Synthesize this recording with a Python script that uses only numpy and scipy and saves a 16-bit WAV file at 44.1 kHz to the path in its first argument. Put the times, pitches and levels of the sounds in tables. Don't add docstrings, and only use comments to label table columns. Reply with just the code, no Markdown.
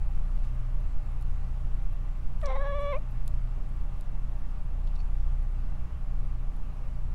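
import sys
import numpy as np
from scipy import signal
from scipy.fft import rfft, irfft, next_fast_len
from scipy.io import wavfile
from scipy.ndimage import uniform_filter1d

SR = 44100
rng = np.random.default_rng(int(sys.argv[2]) if len(sys.argv) > 2 else 0)


def volts(x):
    e = np.asarray(x, float) / 20
    return 10 ** e


def generate_wav(sig):
    pcm = np.round(np.clip(np.atleast_2d(sig).T, -1, 1) * 32767).astype(np.int16)
    wavfile.write(sys.argv[1], SR, pcm)


N = 314874


def evened(x):
    return x / np.sqrt(np.mean(x ** 2) + 1e-20)


def read(points, hz):
    f, value = np.transpose(points)
    return np.interp(np.log(hz + 0.12), np.log(f + 0.083), value)


def follow(table, t):
    s, *columns = np.transpose(table)
    return [uniform_filter1d(np.interp(t, s, c), size=300) for c in columns]


def add(mix, s, sound):
    part = mix[round(s * SR):][:len(sound)]
    part += sound[:len(part)]


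def drift(rate_hz, size):
    padded = next_fast_len(size, True)
    hz = np.fft.rfftfreq(padded, 1 / SR)
    spectrum = rfft(rng.standard_normal(padded)) * np.exp(-(hz / rate_hz) ** 2) * (hz > 0)
    return evened(irfft(spectrum, padded)[:size])


def ring(x, hz, width):
    r = np.exp(-np.pi * width / SR)
    return signal.lfilter([1, 0, -1], [1, -2 * r * np.cos(2 * np.pi * hz / SR), r * r], x)


# multiple of shaft rate, level/dB rms, waver/dB
SHAFT = [(1, -30, 2.5), (2, -52.5, -4.5), (3, -62.5, 8), (5, -57.5, 2.5), (6, -60.5, 2.5), (10, -69.5, 2)]
# multiple of mains rate, level/dB rms, waver/dB
MAGNETIC = [(1, -43.5, 0.84), (2, -47.5, 2.35)]
SHAFT_HZ, MAINS_HZ = 29.63, 60.28


def motor():
    shaft = np.cumsum(SHAFT_HZ + 0.073 * drift(2.9, N)) / SR
    mains = MAINS_HZ * np.arange(N) / SR
    out = np.zeros(N)
    for turns, orders in ((shaft, SHAFT), (mains, MAGNETIC)):
        for k, db, waver_db in orders:
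            level = volts(db + waver_db * drift(2.55, N))
            out += level * np.sqrt(2) * np.sin(2 * np.pi * (k * turns + rng.random()))
    return out


# f/Hz, level/dB per Hz
RUMBLE = [(1, -37), (4, -39.5), (10, -46), (18, -46), (25, -56.5), (40, -67.5), (60, -54.5), (80, -68.5),
          (115, -65), (135, -74), (175, -74.5), (210, -82), (300, -105)]


def rumble():
    hz = np.fft.rfftfreq(N, 1 / SR)
    shape = volts(read(RUMBLE, hz)) * np.sqrt(SR / 2) * (hz < 400)
    return irfft(rfft(rng.standard_normal(N)) * shape, N)


# f/Hz, level/dB per Hz
AIR = [(120, -28), (200, 0), (300, -8.5), (390, -11), (800, -11.5), (980, -12), (1200, -12), (1600, -18.5),
       (2750, -23.5), (3500, -29.5), (4400, -32), (10300, -38.5), (11800, -43), (16000, -42.5)]
# f/Hz, width/Hz, level/dB rms
DUCT = [(256, 9.6, -68.5), (604.4, 9, -68), (801, 27, -67.5), (1156, 40, -70.5), (2702, 24, -79.5)]
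AIR_DB = -55.5
GUST_DB, SETTLE_S = 1, 2.2


def air():
    frames, hz = N // 256 + 5, np.fft.rfftfreq(1024, 1 / SR)
    a, b, patches = rng.standard_normal((frames, 513, 3)).T
    patches = uniform_filter1d(patches, size=14, axis=0)
    patches = evened(uniform_filter1d(patches, size=12, axis=1))
    at = np.arange(frames) * 256
    swell = drift(3.6, N)[np.minimum(at, N - 1)]
    gust_db = np.outer(np.clip(hz / 2000, 0, 1), GUST_DB * np.exp(-(at / SR / SETTLE_S) ** 2))
    z = (a + 1j * b) * volts(read(AIR, hz)[:, None] + patches + 0.18 * swell + gust_db)
    out = volts(AIR_DB) * evened(signal.istft(z, nperseg=1024, noverlap=768)[1][:N])
    for f, width, db in DUCT:
        out += volts(db) * evened(ring(rng.standard_normal(N), f, width))
    return out


# t/s, peak level/dB, low part level/dB
TICKS = [(0.156, -52, -8), (0.5495, -57, -6), (0.6039, -58, -6), (0.8045, -56, -4), (1.1175, -55, -6),
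         (1.21, -52, -2), (1.2139, -56, -4), (1.2238, -50, 4), (1.8286, -52, -6), (3.2594, -55, -6),
         (3.277, -37, 4), (3.689, -56, -6), (3.7657, -55, -6), (4.0089, -48, 6), (5.428, -53, -6),
         (6.5639, -54, -2)]
# t/s, peak level/dB
THIN_TICKS = [
    (1.928, -49),
    (2.1759, -58),
    (2.802, -64),
    (2.9271, -52.5),
    (2.9815, -55),
    (3.109, -53),
]
TICK_HZ, THIN_HZ, THIN_LOW_DB = 10000, 12300, -14.5


def ticks():
    out, click = np.zeros(N), np.zeros(400)
    click[0] = 1
    events = [(*row, TICK_HZ) for row in TICKS]
    events += [(*row, THIN_LOW_DB, THIN_HZ) for row in THIN_TICKS]
    for s, db, low_db, hz in events:
        high = ring(ring(click, hz, 2800), 0.96 * hz, 7000)
        low = ring(click, 0.74 * hz, 1500) + ring(click, 0.42 * hz, 1500)
        snap = high / abs(high).max() + volts(low_db) * low / abs(low).max()
        add(out, s + 0.0017, volts(db) * snap)
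    return out


def room(x):
    at = np.arange(150, 9000, 22)
    at = at + rng.integers(0, 22, len(at))
    taps = np.zeros(9100)
    taps[at] = rng.choice([-1., 1.], len(at)) * volts(-60 * at / SR / 0.28)
    return signal.oaconvolve(x, taps / np.linalg.norm(taps))[:N]


# t/s, peak level/dB, centre f/Hz, width/Hz, tail/s
SMACKS = [(2.4017, -61, 7200, 2500, .003), (2.405, -59, 7500, 9000, .3), (2.416, -43, 2300, 2200, 0.004),
          (2.433, -58, 8500, 4000, .03), (2.4618, -45, 5200, 1520, .004), (2.8, -62, 7970, 8960, 0.33),
          (2.459, -32.5, 4640, 2980, 0.0033), (2.4595, -55, 11000, 9000, .006),
          (2.4640, -48, 5560, 900, 0.026), (2.4640, -50, 7600, 1200, 0.027),
          (2.9625, -56, 3000, 1500, .004), (4.8713, -53, 4200, 3000, 0.01), (4.8752, -49, 3500, 2000, .009),
          (4.883, -57, 3500, 2000, 0.025), (4.9562, -49, 3000, 3000, 0.0065),
          (4.9618, -52, 3700, 1300, 0.017), (5.003, -47, 1800, 2200, 0.008), (5.006, -59, 5800, 1500, .015),
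          (0.45, -62, 7950, 8000, .05), (.44, -57, 2200, 4000, 0.25)]


def smacks():
    out, t = np.zeros(N), np.arange(6000) / SR
    for s, db, hz, width, tail in SMACKS:
        burst = ((t == 0) + 0.81 * rng.standard_normal(len(t))) * volts(-60 * t / tail)
        snap = ring(ring(burst, hz, width), hz, width)
        add(out, s, volts(db) * snap / abs(snap).max())
    return out


# t/s, f/Hz
PITCH = [(2.428, 651), (2.445, 584), (2.47, 577), (2.479, 529), (2.56, 514.7), (2.625, 572), (2.918, 583),
         (2.941, 500), (2.98, 625)]
# t/s, pitch dip/Hz, half length/s
WARBLE = [
    (2.443, 25, 0.0041),
    (2.458, 14.5, 0.0062),
    (2.564, -47.5, 0.011),
    (2.648, 28, 0.012),
    (2.688, 10.5, 0.019),
    (2.735, 26, 0.013),
    (2.774, -7.5, 0.024),
    (2.797, 22, .014),
    (2.865, 12.5, 0.032),
]


def fold_pitch(t):
    hz, = follow(PITCH, t)
    for at, dip, half in WARBLE:
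        hz = hz - dip * np.exp(-((t - at) / half) ** 2)
    return hz


# start t/s, end t/s, depth level/dB, hoarseness level/dB
DOUBLING = [
    (2.437, 2.49, -36, -24),
    (2.483, 2.508, -19, -20),
    (2.502, 2.532, -4, -16.5),
    (2.533, 2.542, -24, -22),
    (2.552, 2.572, -5.5, -16),
    (2.604, 2.637, -24, -26),
    (2.641, 2.678, -13.5, -22),
    (2.925, 2.953, -26, -25),
    (2.958, 2.987, -19, -17.5),
]


def alternation(t):
    doubled, hoarse = np.zeros(len(t)), np.full(len(t), volts(-31))
    for start, end, depth_db, hoarse_db in DOUBLING:
        gate = uniform_filter1d(1. * (abs(t - (start + end) / 2) < (end - start) / 2), size=250)
        doubled += volts(depth_db) * gate
        hoarse += volts(hoarse_db) * gate
    return doubled, hoarse


# f/Hz, level/dB
HEAD = [(250, -16), (550, 0), (800, 2), (1100, -4), (1350, -14), (1600, -23), (2200, -21), (2800, -29),
        (3450, -31), (4000, -35), (4500, -50), (5200, -54), (5750, -41), (6300, -56)]
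# t/s, throat f/Hz, mouth f/Hz
JAW = [(2.455, 1830, 2350), (2.472, 2120, 3750), (2.58, 1910, 3800), (2.61, 1690, 3800),
       (2.705, 1730, 3450), (2.722, 1940, 3450), (2.916, 2180, 3400), (2.94, 2130, 2600),
       (2.975, 2420, 2940)]
START_S, END_S = 2.422, 2.992
CLOSING_S, CLOSE_S, OPEN_S, SHUT_DB = 2.945, 0.028, 0.012, -6
LIFT_DB, LIFT_START_DB, LIFT_END_DB, LIFT_POWER = 15.5, 9, 15, 1.3
NASAL_HZ, NASAL_WIDTH_HZ, NASAL_DB, NASAL_SHUT_S = 2700, 180, -7, (2.6, 2.72)


def vocal_tract(t):
    throat_hz, mouth_hz = follow(JAW, t)
    since = t - START_S
    closing = np.clip((t - CLOSING_S) / CLOSE_S, 0, 1)
    lift_db = LIFT_START_DB + (LIFT_DB - LIFT_START_DB) * np.sin(np.pi * since / (END_S - START_S)) ** LIFT_POWER
    lift_db = lift_db + (LIFT_END_DB - lift_db) * closing
    nasal_db = np.interp(t, NASAL_SHUT_S, (NASAL_DB, 0))
    tilt_db = SHUT_DB * np.maximum(closing, 1 - since / OPEN_S)

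    def colour(f):
        throat_db = lift_db / (1 + ((f - throat_hz) / 160) ** 2)
        mouth_db = 7.6 / (1 + ((f - mouth_hz) / 250) ** 2)
        hollow_db = nasal_db / (1 + ((f - NASAL_HZ) / NASAL_WIDTH_HZ) ** 2)
        lips_db = tilt_db * np.log2(np.where(f < 4800, f, 1100) / 560)
        return volts(read(HEAD, f) + lips_db + throat_db + mouth_db + hollow_db)

    return colour


# t/s, level/dB
EFFORT = [(2.432, -38.5), (2.445, -39), (2.47, -37.5), (2.6, -39.5), (2.71, -37.5), (2.93, -34),
          (2.974, -37)]
ATTACK_DB_PER_S, RELEASE_DB_PER_S = 1800, 999
YIELD_DB = -7.5


def chirp():
    t = np.arange(START_S, END_S, 1 / SR)
    effort_db, = follow(EFFORT, t)
    effort_db = effort_db - ATTACK_DB_PER_S * np.maximum(EFFORT[0][0] - t, 0)
    effort_db = effort_db - RELEASE_DB_PER_S * np.maximum(t - EFFORT[-1][0], 0)
    hz, colour = fold_pitch(t), vocal_tract(t)
    doubled, hoarse = alternation(t)
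    jitter = (.002 + .035 * hoarse) * drift(150, len(t))
    turns = np.cumsum(hz * (1 + jitter)) / SR
    voice = np.zeros(len(t))
    for k in range(1, 23):
        shimmer = volts((-0.13 + 0.075 * k + 1.6 * k * hoarse) * drift(67, len(t)))
        hz_k, phase = hz * k / 2, np.pi * k * turns + 0.78 * k
        octaves = np.log2(hz_k / 800)
        if k % 2:
            share = doubled * volts(2.9 * octaves)
        else:
            share = volts(YIELD_DB * doubled * (k > 2))
        rasp = drift(230, len(t)) * np.cos(phase) + drift(230, len(t)) * np.sin(phase)
        tone = share * shimmer * np.sqrt(2) * np.cos(phase)
        voice += colour(hz_k) * (tone + hoarse * volts(1.0 + 4.8 * octaves) * rasp)
    out = np.zeros(N)
    add(out, START_S, volts(effort_db) * voice * signal.windows.tukey(len(t), .02))
    return out


# t/s, level/dB
TINKLES = [
    (4.991, -49),
    (5.0, -52),
    (5.003, -51),
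    (5.011, -54),
]
TAG_HZ, TAG_T60 = 4420, 0.025


def tinkles():
    out, t = np.zeros(N), np.arange(6000) / SR
    mode = np.sin(2 * np.pi * TAG_HZ * (t + 1.1 * t ** 2)) * np.minimum(t / 0.0028, 1)
    for s, db in TINKLES:
        add(out, s, volts(db - 60 * t / TAG_T60) * mode)
    return out


def scene():
    cat, small = chirp(), ticks() + smacks() + tinkles()
    reflected = room(volts(-23) * cat + volts(-22) * small)
    return (cat + small + reflected + motor() + rumble() + air())[None]


def band_limit(x):
    return signal.sosfilt(signal.butter(12, 16180, fs=SR, output="sos"), x)


def record(dry):
    edge = signal.firwin(511, 15780, window=("kaiser", 9), fs=SR)
    padded = np.pad(dry, ((0, 0), (255, 255)), "edge")
    limited = signal.oaconvolve(padded, edge[None], "valid", axes=1)
    return band_limit(limited)


dry = scene()
out = record(dry)
generate_wav(out)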